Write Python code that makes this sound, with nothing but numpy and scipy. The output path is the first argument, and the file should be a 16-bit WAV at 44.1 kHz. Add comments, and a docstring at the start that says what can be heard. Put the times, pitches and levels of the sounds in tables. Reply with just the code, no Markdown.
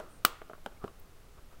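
"""A balloon on a bottle

Fingers stretch a balloon on the neck of a plastic drink bottle at a table in a quiet room.
The rubber sticks and slips with a faint creak, then gives one sharp snap. Light taps ring the bottle,
and the balloon's neck folds over with a scrape and a soft double bump.
A small room echoes, over faint rustling, low rumble and hiss."""
import sys
import numpy as np
from scipy import signal
from scipy.fft import rfft, irfft, next_fast_len
from scipy.io import wavfile

SR = 44100
rng = np.random.default_rng(int(sys.argv[2]) if len(sys.argv) > 2 else 0)


def dump_mix(stems):
    """Bounce the given channels to the path in sys.argv[1] as a 16-bit WAV at rate SR."""
    frames = np.atleast_2d(stems).T  # one column per channel
    limited = np.clip(frames, -1, 1)  # hard clip at full scale
    pcm = np.round(limited * 32767).astype(np.int16)
    wavfile.write(sys.argv[1], SR, pcm)


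N = 70560


def amp(db):
    """Turn decibels (dB) into a number to multiply a sound by."""
    return 10 ** (np.asarray(db) / 20)


def along(points, hz):
    """Read a curve of (Hz, value) points at hz, with octaves evenly spaced."""
    freqs, values = np.transpose(points)
    return np.interp(np.log(hz + 1), np.log(freqs + 1), values)


def filtered(x, response):
    """Turn each frequency in x up or down by the factor response(hz)."""
    size = next_fast_len(len(x) + 8192)
    return irfft(rfft(x, size) * response(np.fft.rfftfreq(size, 1 / SR)), size)[:len(x)]


def low_cut(x, hz):
    """Weaken the bass below hz."""
    return signal.sosfilt(signal.butter(2, hz, "high", fs=SR, output="sos"), x)


def noise(colour, size):
    """Noise of average strength 1, its tone shaped by (Hz, dB) points."""
    x = filtered(rng.standard_normal(size), lambda hz: amp(along(colour, hz)))
    return x / x.std()


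def add(track, start_s, sound):
    """Mix a sound into the track at start_s seconds."""
    i = int(np.clip(round(start_s * SR), 0, N - 1))
    track[i:i + len(sound)] += sound[:N - i]


def ring(tones, t, rise_s):
    """Pure tones that rise together; each then fades by 60 dB over its ring time."""
    fading = sum(amp(db - 60 * t / ring_s) * np.sin(2 * np.pi * hz * t) for hz, db, ring_s in tones)
    return fading * (1 - np.exp(-t / rise_s))


# The tone of the background. Each row: frequency in Hz, relative level in dB.
BACKGROUND_COLOUR = [(12, 1), (25, -4.5), (50, -11), (100, -16.5), (200, -23.5), (420, -26.5), (800, -31),
                     (1300, -34.5), (2000, -35), (5000, -40.5), (15500, -44.5)]

def background():
    """The quiet room's steady rumble and hiss."""
    return amp(-52) * noise(BACKGROUND_COLOUR, N)


# How loud the rubbing is over time. Each row: time in seconds, level in dB.
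RUB_LEVELS = [(0, -47), (.07, -57), (.16, -63), (.24, -67), (.45, -66), (.54, -63), (.6, -73.5),
              (.73, -61.5), (.79, -70.5), (0.851, -51.5), (0.905, -66), (.98, -67.5), (1.35, -67),
              (1.387, -57.5), (1.42, -68.5), (1.5, -73), (1.53, -57), (1.57, -68)]
# The tone of the rubbing. Each row: frequency in Hz, relative level in dB.
RUB_COLOUR = [(100, -8), (350, 1.5), (650, -2), (900, -7), (1300, 0), (1900, -18), (4000, -24),
              (12000, -35.5)]

def rubbing():
    """Fingers slide on the balloon with a dull rustle."""
    times, db = np.transpose(RUB_LEVELS)
    return amp(np.interp(np.arange(N) / SR, times, db)) * noise(RUB_COLOUR, N)


# The bottle's own tones. Each row: pitch in Hz, relative level in dB, ring time in seconds.
BOTTLE_TONES = [(234, 1.5, 0.0068), (430.7, 9.5, 0.027), (624, 7.5, 0.035), (774, 5.5, 0.021),
                (1157, 9, 0.026), (1350, 6.5, 0.028), (1514, -5.5, 0.035), (2190, -3, 0.026),
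                (2944, 3, 0.026), (3860, 0, 0.019), (5500, -10, 0.012)]
# The tone of a tap's tick. Each row: frequency in Hz, relative level in dB.
TICK_COLOUR = [(500, -26), (3000, 11), (7000, -0.5), (9400, 0), (11000, -2), (15000, -11)]
# Taps on the bottle. Each row: start in seconds, level in dB, favoured pitch in Hz, its boost in dB,
# pitch in Hz above which tones weaken, the tick's relative level in dB, ring time multiplier.
TAPS = [(.0003, -48, 654, 11, 1400, 0, 1.3), (.0095, -53.5, 1260, 14.5, 1420, -30, 0.33),
        (0.0613, -61, 1190, 5, 1430, -35, 0.74), (0.4172, -43.5, 1890, 23, 1430, -27, 0.73),
        (.4975, -47.5, 536, 10, 1330, -30, 0.95), (0.5117, -53, 600, 8.5, 1290, -25, 0.7),
        (0.5337, -45, 1375, 10.5, 1200, -31, 0.57), (.5505, -59, 1240, 8, 1400, -25, 0.77),
        (.579, -61.5, 680, 11, 900, -23, 0.9), (0.6612, -39, 1565, 8.5, 2490, -2, 0.57),
        (.6625, -37.5, 730, 13.5, 1400, -31, 0.45), (0.6698, -46.5, 404, 5, 1090, -27, 0.72),
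        (.723, -58, 1400, 1, 1400, -22, 0.69), (0.8413, -38, 231, 18, 1060, -16, 0.83),
        (0.8465, -43, 402, 18.5, 1050, -29, 0.44), (0.8784, -51, 1050, 8.5, 6000, -7.5, 0.68)]

def taps():
    """Each tap ticks and favours some of the bottle's tones; a soft one loses the high ones."""
    out, t = np.zeros(N), np.arange(SR // 10) / SR
    boost_octaves, tick_fade_s = 0.17, 0.015
    for start_s, db, favoured_hz, boost_db, soft_hz, tick_db, ring_scale in TAPS:
        tones = []
        for hz, tone_db, ring_s in BOTTLE_TONES:
            lift_db = boost_db * np.exp(-.5 * (np.log2(hz / favoured_hz) / boost_octaves) ** 2)
            loss_db = 10 * np.log10(1 + (hz / soft_hz) ** 4)
            detuned_hz = hz * (1 + rng.normal(0, 0.037))
            tones.append((detuned_hz, tone_db + lift_db - loss_db, ring_s * ring_scale))
        tick = amp(tick_db - 60 * t / tick_fade_s) * noise(TICK_COLOUR, len(t))
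        add(out, start_s, amp(db) * (ring(tones, t, rise_s=0.00075) + tick))
    return low_cut(out, hz=115)  # the light bottle gives off little bass


# How long the echo lasts. Each row: frequency in Hz, seconds to fade by 60 dB.
ECHO_TIMES = [(200, 0.37), (800, 0.42), (2000, 0.62), (5500, 0.38), (14500, 0.24)]
# The tone of the echo. Each row: frequency in Hz, relative level in dB.
ECHO_COLOUR = [(100, -32), (280, 0.5), (600, -2), (1300, -2.5), (3200, -7), (7000, -4.5), (15000, -6.5)]

def room_echo(x):
    """Sound bounces quickly off nearby things, then leaves a tail that loses its treble first."""
    early_fade_s, delay_s = 0.11, 0.006
    hz, t, spectrum = signal.stft(rng.standard_normal(SR // 2), SR, nperseg=256)
    tail_db = along(ECHO_COLOUR, hz)[:, None] - 60 * t / along(ECHO_TIMES, hz)[:, None]
    tail = signal.istft(spectrum * amp(tail_db), SR, nperseg=256)[1]
    early = rng.standard_normal(len(tail)) * amp(-60 * np.arange(len(tail)) / SR / early_fade_s)
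    echo = amp(-23) * tail / np.linalg.norm(tail) + amp(-17) * early / np.linalg.norm(early)
    return signal.fftconvolve(x, np.pad(echo, (int(delay_s * SR), 0)))[:N]


# Creaks of the rubber. Each row: start in seconds, length in seconds, level in dB.
CREAKS = [(0.084, 0.099, -56), (.1745, 0.023, -58)]

def creaks():
    """Stretched rubber sticks and slips; each slip is a tiny high ping."""
    out, t = np.zeros(N), np.arange(SR // 100) / SR
    slips_per_s, ping_hz, ring_s = 480, 8900, 0.0036
    for start_s, length_s, db in CREAKS:
        ramp_s = 0.18 * length_s  # time spent swelling, and again fading
        for slip_s in np.arange(0, length_s, 1 / slips_per_s):
            swell = np.sqrt(np.clip(min(slip_s, length_s - slip_s) / ramp_s, 0, 1))
            tone = (ping_hz * (1 + rng.normal(0, .022)), db + rng.normal(0, 3.0), ring_s)
            ping = swell * ring([tone], t, rise_s=.0001)
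            add(out, start_s + slip_s + rng.normal(0, .0004), ping)
    return out


# The snap's tones. Each row: pitch in Hz, relative level in dB, ring time in seconds.
SNAP_TONES = [(235, -1.5, 0.0035), (795, -12.5, 0.01), (1269, -3, 0.014), (1437, -8.5, 0.015),
              (1946, -10.5, 0.012), (2333, -14, 0.017), (2935, -12.5, 0.02), (3650, -17, 0.015),
              (4430, -10.5, 0.008), (5360, -17, 0.014), (5780, -21.5, 0.013), (8160, -15.5, 0.013),
              (9570, -13, 0.01), (14900, -7.5, 0.0033)]
# The tone of its burst of noise. Each row: frequency in Hz, relative level in dB.
CRACK_COLOUR = [(900, -17), (1600, -13), (3500, -1), (7000, -8.5), (9000, -2.5), (11500, -6), (14800, 7),
                (16000, -2.5)]
# The snap's tone over all directions together. Each row: frequency in Hz, relative level in dB.
SPREAD_COLOUR = [(200, -10), (400, 1.5), (900, -1), (1350, 8.5), (1800, -1.5), (3300, 1.5), (5500, -6.5),
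                 (8500, -7), (11500, -12.5), (15000, -5)]

def snap():
    """The rubber rings briefly under a bright crack. Gives the direct sound and what hits the walls."""
    ringing, crack, click = np.zeros((3, N))
    t = np.arange(SR // 10) / SR
    start_s, crack_peak_s, keep_below_hz = .2497, 0.0015, 1870
    tones = low_cut(ring(SNAP_TONES, t, rise_s=0.00026), hz=223)  # thin rubber gives off little bass
    add(ringing, start_s, amp(-3) * tones)
    burst = (t / crack_peak_s * np.exp(1 - t / crack_peak_s)) ** 2
    add(crack, start_s, amp(-15.5) * burst * noise(CRACK_COLOUR, len(t)))
    # Only the low tones keep their pitch in the room; the rest spreads as a click.
    low_ring = filtered(ringing, lambda hz: 1 / (1 + (hz / keep_below_hz) ** 4))
    add(click, start_s, amp(13) * np.ones(1))
    spread = filtered(click, lambda hz: amp(along(SPREAD_COLOUR, hz)))
    return ringing + crack, amp(-4) * low_ring + spread


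# Bumps through the table. Each row: start in seconds, pitch in Hz, level in dB.
BUMPS = [(.664, 198, -42), (0.8382, 116, -33), (1.385, 87, -39)]

def bumps():
    """Short pushes into the table each make one low, dull tone."""
    out, t = np.zeros(N), np.arange(SR // 5) / SR
    ring_s = 0.041
    for start_s, hz, db in BUMPS:
        add(out, start_s, ring([(hz, db, ring_s)], t, rise_s=0.0024))
    return out


# A scrape as the balloon's neck folds, a faint swell of background hiss near 2.2 kHz, and a high wisp.
# Each row: loudest moment, swell time and fade time in seconds, pitch in Hz,
# width to either side in octaves, level in dB.
NOISE_SWELLS = [(0.838, 0.015, 0.012, 1220, .14, -49.5), (0.77, 0.0029, 0.0056, 2210, .1, -59),
                (1, .004, .002, 13800, 0.29, -53.5)]

def noise_swells():
    """Narrow bands of noise swell briefly, then die away."""
    out, t = np.zeros(N), np.arange(N) / SR
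    for peak_s, swell_s, fade_s, pitch_hz, octaves, db in NOISE_SWELLS:
        hiss = rng.standard_normal(N)
        band = filtered(hiss, lambda hz: 1 / (1 + (np.log2((hz + 1) / pitch_hz) / octaves) ** 4))
        loudness = np.exp(-np.maximum((peak_s - t) / swell_s, (t - peak_s) / fade_s))
        out += amp(db) * loudness * band / band.std()
    return out


def scene():
    """Mix everything into one channel; the snap, taps, bumps and noise swells also echo."""
    soft_noise = background() + rubbing()
    direct_snap, snap_at_walls = snap()
    short_sounds = taps() + bumps() + noise_swells()
    echo = room_echo(snap_at_walls + short_sounds)
    return (soft_noise + direct_snap + short_sounds + echo + creaks())[None]


def record(dry):
    """Cut away the very highest treble."""
    top_hz, edge_hz = 15900, 300
    return np.array([filtered(x, lambda hz: np.clip((top_hz - hz) / edge_hz + .5, 0, 1)) for x in dry])


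dry = scene()
out = record(dry)
dump_mix(out)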